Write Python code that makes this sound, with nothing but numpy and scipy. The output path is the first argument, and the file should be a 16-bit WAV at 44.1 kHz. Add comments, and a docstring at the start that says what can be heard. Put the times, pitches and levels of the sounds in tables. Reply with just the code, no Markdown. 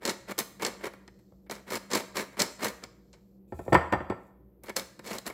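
"""Scraping rasps and sharp tinny snaps: a squeeze-handle sifter worked over a glass bowl of powdered sugar.
Each squeeze drags the wire agitator over the mesh (swelling grit noise) while the handle linkage clicks (short
bursts); both excite the cup's resonances. Between squeezes a hand shifts the bowl, which knocks on a stone
counter: rough noise bursts plus decaying modes, with a faint rustle of grains. An appliance hums under it all
(wavering sines over room noise), and the kitchen adds reverberation."""
import sys
import numpy as np
from scipy import signal
from scipy.fft import rfft, irfft
from scipy.io import wavfile

SR = 44100
rng = np.random.default_rng(int(sys.argv[2]) if len(sys.argv) > 2 else 0)


def generate_wav(sig):
    """Save sig (samples, or channels by samples) to the path in sys.argv[1] as 16-bit PCM at SR."""
    pcm = np.round(np.clip(np.atleast_2d(sig).T, -1, 1) * 32767).astype(np.int16)
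    wavfile.write(sys.argv[1], SR, pcm)


N = 235217
TINY = 1e-18   # keeps silent filter inputs from reaching exact zero


def from_db(db):
    """Gain of a level in dB."""
    return 10 ** (np.asarray(db) / 20)


def rms_one(x):
    """Scaled to rms 1."""
    return x / np.sqrt(np.mean(x ** 2) + 1e-20)


def at_hz(points, hz):
    """A table read on a log-frequency axis."""
    table = np.array(points)
    return np.interp(np.log(hz), np.log(table[:, 0]), table[:, 1])


def coloured(x, spectrum):
    """Noise given a spectrum; rms 1."""
    hz = np.maximum(np.fft.rfftfreq(N, 1 / SR), 1)
    return rms_one(irfft(rfft(x) * from_db(at_hz(spectrum, hz)), N))


def filtered(x, order, hz, kind):
    """Butterworth filter."""
    return signal.sosfilt(signal.butter(order, hz, kind, fs=SR, output="sos"), x)


def resonate(x, hz, width_hz):
    """A resonance with gain 1 on top."""
    r = np.exp(-np.pi * width_hz / SR)
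    numerator = (1 - r * r) / 2 * np.array([1, 0, -1])
    return signal.lfilter(numerator, [1, -2 * r * np.cos(2 * np.pi * hz / SR), r * r], x)


def envelope(rows, db, edge_s):
    """Gain along a table's times, linear in dB, faded to silence at both ends."""
    t, s = np.arange(N) / SR, np.transpose(rows)[0]
    edges = np.clip(np.minimum(t - s[0], s[-1] - t) / edge_s, 0, 1)
    return edges * from_db(np.interp(t, s, db))


def bursts(times_s, levels_db, t60s, rise_s):
    """Envelope of sudden contacts that die away exponentially."""
    out = np.zeros(N)
    for s, db, t60 in zip(times_s, levels_db, np.clip(t60s, .003, .3)):
        i = round(s * SR)
        t = np.arange(min(round(1.5 * t60 * SR), N - i)) / SR
        decay = from_db(db - 60 * t / t60)
        out[i:i + len(t)] += decay * (1 - np.exp(-t / rise_s))
    return out


def grains(per_s, spread_db):
    """Random tiny impacts of uneven size and random sign; rms 1."""
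    sizes = from_db(spread_db * np.minimum(rng.exponential(1, N), 4))
    signs = rng.choice([-1, 1], N)
    return rms_one(sizes * signs * (rng.random(N) < per_s / SR))


CLUMPS_HZ = 70   # top rate of the unevenness


def clumps(depth_db):
    """Gain of sugar that moves in clumps: slow noise in dB; rms 1."""
    slow = filtered(rng.standard_normal(N), 2, CLUMPS_HZ, "low")
    return rms_one(from_db(depth_db * rms_one(slow)))


BANDS_FROM_HZ = 94


def in_bands(noise, envelopes, low_hz, high_hz):
    """Low, middle and high part of a noise, each under its own envelope; deep bass is filtered off."""
    out = 0
    bands = ((low_hz, "low"), ([low_hz, high_hz], "band"), (high_hz, "high"))
    for gain, (hz, kind) in zip(envelopes, bands):
        band_rms = np.std(filtered(noise, 4, hz, kind))
        out = out + filtered(gain * noise + TINY, 4, hz, kind) / band_rms
    return filtered(out, 2, BANDS_FROM_HZ, "high")


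# Room noise spectrum. Each row: frequency in Hz, relative level in dB per Hz.
AIR_SPECTRUM = [(15, -61), (25, -31), (46, -5.5), (70, -8), (85, -18), (126, -8), (165, -13), (198, -0.5),
                (238, -24.5), (292, -10), (398, -10.5), (421, -28.5), (479, -11.5), (506, -19), (2000, -58),
                (2600, -93.5), (4400, -120)]
AIR_RMS_DB = -60.0
# Hum partials. Each row: frequency in Hz, amplitude of the steady sine in dB.
HUM_PARTIALS = [(59.2, -64), (118.4, -71.5), (193.8, -60.5), (290.7, -78), (473.7, -77)]


def appliance():
    """Hum partials, each a steady sine plus a narrow band of noise that makes it waver, over broad room noise."""
    t = np.arange(N) / SR
    out = from_db(AIR_RMS_DB) * coloured(rng.standard_normal(N), AIR_SPECTRUM)
    for hz, db in HUM_PARTIALS:
        # one extra second lets the resonance settle
        waver = rms_one(resonate(rng.standard_normal(N + SR), hz, width_hz=3.0)[SR:])
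        steady = np.sin(2 * np.pi * (hz * t + rng.random()))
        out += from_db(db) * (steady + 0.55 * waver)
    return out


# Reverberation times. Each row: frequency in Hz, t60 in seconds.
KITCHEN_T60 = [(100, 0.33), (300, 0.45), (1000, 0.69), (3000, 0.54), (7000, 0.5), (14000, .42)]


def kitchen(x):
    """Reverberation: roughly octave bands of noise, each dying at its own rate, with a short build-up."""
    t, tail = np.arange(SR) / SR, 0
    for low_hz in 60 * 2.0 ** np.arange(8):
        band = filtered(rng.standard_normal(SR), 2, [low_hz, 2.2 * low_hz], "band")
        t60 = at_hz(KITCHEN_T60, 1.5 * low_hz)
        tail = tail + band * from_db(-60 * t / t60) / np.sqrt(t60)
    tail *= 1 - np.exp(-t / 0.002)
    unit_energy = tail / np.sqrt(np.sum(tail ** 2))
    return signal.fftconvolve(x, unit_energy)[:N]


# Faint bright rustle while the hand moves the bowl. Each row: time in seconds, level in dB.
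RUSTLE_LEVELS = [(3.469, -84), (3.58, -65), (3.722, -65), (3.93, -86.5), (4.28, -78), (4.351, -101)]
# Its spectrum. Each row: frequency in Hz, relative level in dB per Hz.
RUSTLE_SPECTRUM = [(1470, -36.5), (2500, 3), (2790, -16), (3550, -6.5), (4880, -11), (6300, -9.5),
                   (7470, -0.5), (9080, -11), (9810, -7.5), (14900, -8.5), (16000, -9.5)]


def rustle():
    """Fine grains slipping: many equal tiny impacts, coloured, in clumps."""
    level = envelope(RUSTLE_LEVELS, np.array(RUSTLE_LEVELS)[:, 1], edge_s=0.014)
    slips = coloured(grains(per_s=4700, spread_db=0.0), RUSTLE_SPECTRUM)
    return level * clumps(depth_db=1.5) * slips


COUNTER_TOP_HZ, MIDDLE_FROM_HZ, GLASS_FROM_HZ = 100, 850, 3000
# Crack of glass on stone. Each row: frequency in Hz, relative level in dB per Hz.
CRACK_SPECTRUM = [(59, -36), (100, -11), (146, 9.5), (246, -20), (291, 2), (546, 5), (646, 4), (1350, -5),
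                  (1590, -8.5), (1770, -9), (1960, -8.5), (2600, -19), (3600, -23.5), (8000, -35.5),
                  (12500, -37), (16000, -47.5)]


def crack(s, db, middle_db, treble_db):
    """Short rough contact noise, then a weaker, longer shudder of the loaded counter, in three bands."""
    t60, shudder_s = np.full(len(s), .035), np.full(len(s), .25)
    dull = bursts(s, db - 5.5, t60, rise_s=0.0018)
    dull = dull + bursts(s, db - 31.0, shudder_s, rise_s=.004)
    hard = bursts(s, db + middle_db - 8.5, 1.3 * t60, rise_s=.0004)
    hard = hard + bursts(s, db + middle_db - 26.5, 1.5 * shudder_s, rise_s=0.0023)
    bright = bursts(s, db + treble_db - 5.0, 0.6 * t60, rise_s=0.001)
    bright = bright + bursts(s, db + treble_db - 25.0, 0.27 * shudder_s, rise_s=.003)
    noise = coloured(rng.standard_normal(N), CRACK_SPECTRUM)
    return in_bands(noise, (dull, hard, bright), MIDDLE_FROM_HZ, GLASS_FROM_HZ)


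# Modes of counter, bowl and rim. Each row: frequency in Hz, relative level in dB, t60 in seconds.
BOWL_MODES = [(79.5, -2.5, 0.33), (144, -22, 0.12), (179.3, -14.5, .1), (361.3, -11, 0.066),
              (557, -11.5, 0.066), (820, -19.5, 0.14), (1064, -13, .1), (1339, -16, 0.17),
              (1821, -14.5, 0.09), (2174, -16, 0.064), (2320, -30, 0.1), (3420, -10.5, 0.08),
              (4720, -12, 0.16), (5800, -14.5, 0.07), (7360, -14.5, 0.11), (7680, -16, 0.091),
              (7950, -11, 0.15), (9100, -22.5, 0.11), (10350, -23, .1), (11200, -25.5, 0.12),
              (11880, -17.5, .1), (12000, -16.5, .1)]
PAIR_SPLIT = 0.0027   # relative spacing: an uneven bowl splits each mode into two that beat
BLOW_SPREAD_DB = 2.9   # standard deviation of each mode's level from knock to knock


def bowl_ring(s, db, middle_db, treble_db, thud_db):
    """Each knock pushes pairs of damped modes, with a force that swells and fades over about one cycle."""
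    out = np.zeros(N)
    at = (s * SR).round().astype(int)
    spread = rng.normal(0, 1, (len(s), 2 * len(BOWL_MODES)))
    pairs = [(hz * (1 + side * PAIR_SPLIT), *rest) for hz, *rest in BOWL_MODES for side in (-.5, .5)]
    for k, (hz, mode_db, ring_s) in enumerate(pairs):
        part = np.searchsorted([COUNTER_TOP_HZ, MIDDLE_FROM_HZ, GLASS_FROM_HZ], hz)
        part_db = (thud_db, 0, middle_db, treble_db)[part]
        blows = np.full(N, TINY)
        blows[at] = from_db(db + part_db + mode_db + BLOW_SPREAD_DB * spread[:, k])
        push = np.hanning(round(SR / hz) + 3)
        force = signal.oaconvolve(blows, push / push.sum())[:N]
        r, w = from_db(-60 / (max(ring_s, .005) * SR)), 2 * np.pi * hz / SR
        out += signal.lfilter([0, np.sin(w)], [1, -2 * r * np.cos(w), r * r], force)
    return out


# Bowl against counter. Each row: time in seconds, relative level in dB, then against that level:
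# middle in dB, treble in dB, counter thud in dB.
KNOCKS_TABLE = [(1.32, -44, -21.5, -30.5, -19.5), (3.522, -22, -18.5, -38, -11.5),
                (3.591, -23.5, -15.5, -34.5, -15), (3.662, -33, -21.5, -44, -11.5),
                (3.679, -21, -17, -46, -10), (3.722, -8, -6.5, -43, -20),
                (3.728, -11.5, -7.5, -15.5, -32.5), (3.731, -14.5, -9, -29.5, -19),
                (3.744, -9, -8, -17, -11), (3.75, -11.5, 2, -22, -19.5), (3.757, -25.5, -6, -20.5, -10),
                (3.764, -36, -9, -34.5, -12.5), (3.805, -48, 8, -24, 2), (3.924, -13, -2.5, -18.5, -34),
                (3.934, -16, -3, -25, -25), (3.951, -23.5, -37, -53, -7.5), (4.004, -25, -8, -35.5, -18),
                (4.099, -16, -7.5, -29, -33), (4.12, -26.5, -8.5, -46, -21.5)]
KNOCKS_FROM_HZ = 62   # high-pass corner of the knocks


def bowl():
    """Bowl rocking and knocking on the counter: a crack and shudder of noise, and modes that ring on."""
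    s, db, middle_db, treble_db, thud_db = np.transpose(KNOCKS_TABLE)
    out = crack(s, db, middle_db, treble_db) + bowl_ring(s, db, middle_db, treble_db, thud_db)
    return filtered(out, 4, KNOCKS_FROM_HZ, "high")


# Agitator strokes over the mesh. Each row: start in seconds, loudest in seconds, fade start in seconds,
# relative rasp level in dB, body of the cup against rasp in dB, t60 of the run-out in seconds.
STROKES = [(0.0, 0.051, 0.099, -38, 5, 0.091), (0.265, 0.298, 0.32, -37.5, 6.5, 0.029),
           (0.37, 0.383, 0.4, -24, -4, 0.084), (0.585, .628, .67, -37, 3, 0.21),
           (0.787, .84, 0.8685, -38.5, 7, 0.056), (1.49, 1.506, 1.55, -38, -1, 0.15),
           (1.659, 1.726, 1.776, -30.5, 2.5, 0.022), (1.89, 1.952, 1.971, -25.5, -1, 0.16),
           (2.134, 2.165, 2.219, -30, 2, 0.074), (2.36, 2.406, 2.406, -26, 2, 0.18),
           (2.58, 2.637, 2.668, -29, 3.5, 0.12), (2.811, 2.838, 2.83, -40.5, 8, 0.061),
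           (4.624, 4.706, 4.7, -42, 2, 0.027), (4.754, 4.768, 4.726, -19, -2, 0.14),
           (5.017, 5.064, 5.18, -38, -1, 0.025), (5.245, 5.264, 5.27, -32.5, 2, 0.098)]
STROKE_SWELL_DB, STROKE_EDGE_S = 22, 0.024   # growth from start to loudest; fade at both ends
BODY_FOLLOWS = 0.73   # share of the rasp's dB swell and fade that the body follows


def drag():
    """Rasp and body envelopes of the strokes: swell, hold in most strokes, then fade."""
    rasp = body = 0
    for start, loudest, fade, db, body_db, t60 in STROKES:
        rows = np.array([(start, -STROKE_SWELL_DB), (loudest, 0), (fade, 0), (fade + t60, -60)])
        shape_db = rows[:, 1]
        rasp = rasp + envelope(rows, db + shape_db, STROKE_EDGE_S)
        body = body + envelope(rows, db + body_db + BODY_FOLLOWS * shape_db, STROKE_EDGE_S)
    return rasp, body


# Sifter cup shifted faintly between runs of squeezes. 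Each row: start in seconds, loudest in seconds,
# end in seconds, relative rasp level in dB.
CUP_SHIFTS = [(0.968, 1.157, 1.48, -80), (2.9, 3.094, 3.4, -82.5)]
SHIFT_SWING_DB = 9


def shift_cup():
    """Envelope of the faint scrape of the moved cup: rises to its loudest, then falls."""
    swing_db = SHIFT_SWING_DB * np.array([-1, 0, -1])
    return sum(envelope(np.c_[s], db + swing_db, edge_s=.02) for *s, db in CUP_SHIFTS)


# Clicks of the handle linkage. Each row: time in seconds, relative level in dB, body against snap in dB, # top
# treble against snap in dB, t60 of the chatter in seconds.
SNAPS_TABLE = [(0.021, -42, 16, -24, 0.0071), (0.0525, -10, -6, -23, 0.011),
               (0.0593, -13.5, -13.5, -23, 0.019), (0.0744, -18, -2.5, -29, 0.052),
               (0.0932, -16.5, -12.5, -24, 0.067), (.2857, -43, 1.5, -19, 0.049),
               (0.3082, -30, 0, -14, 0.02), (.38, -23.5, 1, -10.5, 0.034),
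               (0.3878, -15.5, -18.5, -7.5, 0.024), (0.4, -22, -25.5, -18, 0.011),
               (0.5965, -42, 13, -16, 0.029), (.6115, -39, -1.5, -18, 0.018),
               (.621, -25.5, 3, -17.5, 0.046), (0.6488, -11.5, -8, -30, 0.032),
               (0.664, -16, -10.5, -23.5, 0.042), (0.8536, -33.5, 3.5, -19, .032),
               (0.868, -31.5, 4.5, -23, 0.029), (0.9347, -43.5, 13, -10, .019),
               (1.0775, -32, 3.5, -40.5, 0.014), (1.19, -56, 6.5, -8.5, 0.019),
               (1.463, -68.5, 21.5, -8, 0.035), (1.4971, -25.5, 5.5, -23, 0.014),
               (1.511, -22, 0, -17, 0.025), (1.5609, -39, 3, -25, 0.024), (1.704, -26.5, -6, -16, 0.036),
               (1.733, -27, 4, -14, .014), (1.754, -16, -10, -20, 0.016), (1.9026, -33.5, -0.5, -19, 0.02),
               (1.914, -19.5, -5.5, -27, 0.042), (1.9329, -12, -7, -30, 0.03),
               (1.95, -11.5, -4.5, -19, 0.026), (1.9724, -18, -6, -23, 0.016),
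               (1.997, -28.5, -3.5, -25, 0.023), (2.1576, -31, 1.5, -15, 0.033),
               (2.168, -18.5, -6, -23, 0.037), (2.3281, -51, 10, -14, .05), (2.369, -40.5, 8, -24, 0.02),
               (2.3914, -28.5, -4, -12, .023), (2.3945, -14, -13.5, -28, 0.078),
               (2.4014, -17.5, -5, -29.5, 0.033), (2.4179, -5, -23, -18.5, 0.021),
               (2.6289, -30.5, -6.5, -25, 0.013), (2.6447, -15.5, -6, -13, 0.019),
               (2.663, -42, 6, -19, 0.034), (2.6814, -25, -14, -19, 0.044), (2.838, -26, -4, -28, 0.02),
               (3.1293, -44, -3.5, -36, 0.083), (4.6354, -38.5, 2.5, -3, .023),
               (4.6602, -50, -8, -7, 0.032), (4.671, -43, -4, -24, 0.023), (4.683, -39.5, 15, -20, 0.017),
               (4.6942, -25, 3.5, -23, 0.021), (4.763, -14, -9.5, -17, 0.065),
               (4.795, -22.5, -11, -28, .044), (4.992, -34.5, 6, -20, 0.018), (5.0719, -29, -4, -30, 0.039),
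               (5.1044, -29, 3.5, -20, .051), (5.131, -29, -8, -16, 0.029), (5.1488, -33, 1, -16, 0.017),
               (5.1833, -16.5, -10.5, -20, 0.017), (5.2648, -24, -5, -19, 0.029),
               (5.274, -29, -4, -7, 0.023), (5.2987, -37, 9.5, -15, 0.029)]
TOP_LASTS, BODY_LASTS = 1.9, 2.57   # t60 over that of the chatter


def snap():
    """Rasp, body and top envelopes of the snaps; the lows start later, lows and top outlast the chatter."""
    s, db, body_db, top_db, t60 = np.transpose(SNAPS_TABLE)
    rasp = bursts(s, db - 13.0, t60, rise_s=0.00033)
    body = bursts(s, db + body_db - 6.0, BODY_LASTS * t60, rise_s=0.0022)
    top = bursts(s, db + top_db, TOP_LASTS * t60, rise_s=.0003)
    return rasp, body, top


# Resonances of the tin cup. Each row: frequency in Hz, width in Hz before the minimum, relative level in dB.
CUP_MODES = [(206, 57.7, 2.5), (447, 235, -3), (902, 23, -7.5), (1930, 17, -28.5), (1810, 120, -45),
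             (2215, 140, -4.5), (4356, 370, -8.5), (4350, 78, -20.5), (5067, 350, -12.5), (6340, 91, -17.5),
             (7200, 120, -31.5), (7660, 130, -16), (7830, 78, -15.5)]
MIN_WIDTH_HZ = 40   # narrowest width allowed, so no mode rings longer
BODY_TOP_HZ, TOP_FROM_HZ = 2450, 8500


def cup_ring(grit, body, rasp):
    """Grit drives the cup's resonances: low ones under the body envelope, high ones under the rasp."""
    out = np.zeros(N)
    for k, (hz, width_hz, mode_db) in enumerate(CUP_MODES):
        force = body * from_db(8.5) if hz < BODY_TOP_HZ else rasp * from_db(17.5)
        ring = resonate(force * grit + TINY, hz, max(width_hz, MIN_WIDTH_HZ))
        out += (-1) ** k * from_db(mode_db) * ring
    return out


# Grit on the mesh, heard directly. Each row: frequency in Hz, relative level in dB per Hz.
RASP_SPECTRUM = [(59, -24.5), (100, -25), (140, -25), (365, -2), (433, 0.5), (492, 1.5), (721, -6),
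                 (1910, -12), (2580, -23.5), (7770, -12.5), (8830, -17.5), (10900, -11), (16000, -14)]


def sifter():
    """Grit noise under drags, snaps and cup shifts, heard directly and ringing in the tin cup."""
    drag_rasp, drag_body = np.array(drag()) * clumps(depth_db=2.5)   # sugar passes the mesh in clumps
    snap_rasp, snap_body, snap_top = snap()
    rasp = from_db(-14.0) * drag_rasp + shift_cup() + snap_rasp
    body = from_db(-3.5) * drag_body + snap_body
    top = from_db(-14.5) * drag_rasp + snap_top
    grit = grains(per_s=9000, spread_db=4.0)
    direct = in_bands(coloured(grit, RASP_SPECTRUM), (body, rasp, top), BODY_TOP_HZ, TOP_FROM_HZ)
    return from_db(-3.0) * direct + cup_ring(grit, body, rasp)


def scene():
    """Sifter and bowl close by, in the kitchen."""
    tin, glass = sifter(), bowl()
    echo = kitchen(from_db(-14.0) * tin + from_db(-12.5) * glass)
    return (tin + glass + rustle() + echo + appliance())[None]


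# Microphone hiss. Each row: frequency in Hz, relative level in dB per Hz.
HISS_SPECTRUM = [(1180, -37.5), (2000, -9.5), (2180, -8.5), (3650, -22), (9920, -16), (12300, 3.5),
                 (15100, -4.5), (16000, -3.5)]
HISS_RMS_DB = -82   # before the top is cut
STOPBAND_HZ = 16600   # 60 dB down from here up


def record(dry):
    """The small microphone drops the deep bass and adds its hiss; the top is cut."""
    thin = filtered(dry, 4, 50.0, "high")
    hissing = thin + from_db(HISS_RMS_DB) * coloured(rng.standard_normal(N), HISS_SPECTRUM)
    return signal.sosfilt(signal.cheby2(12, 60, STOPBAND_HZ, fs=SR, output="sos"), hissing)


dry = scene()
out = record(dry)
generate_wav(out)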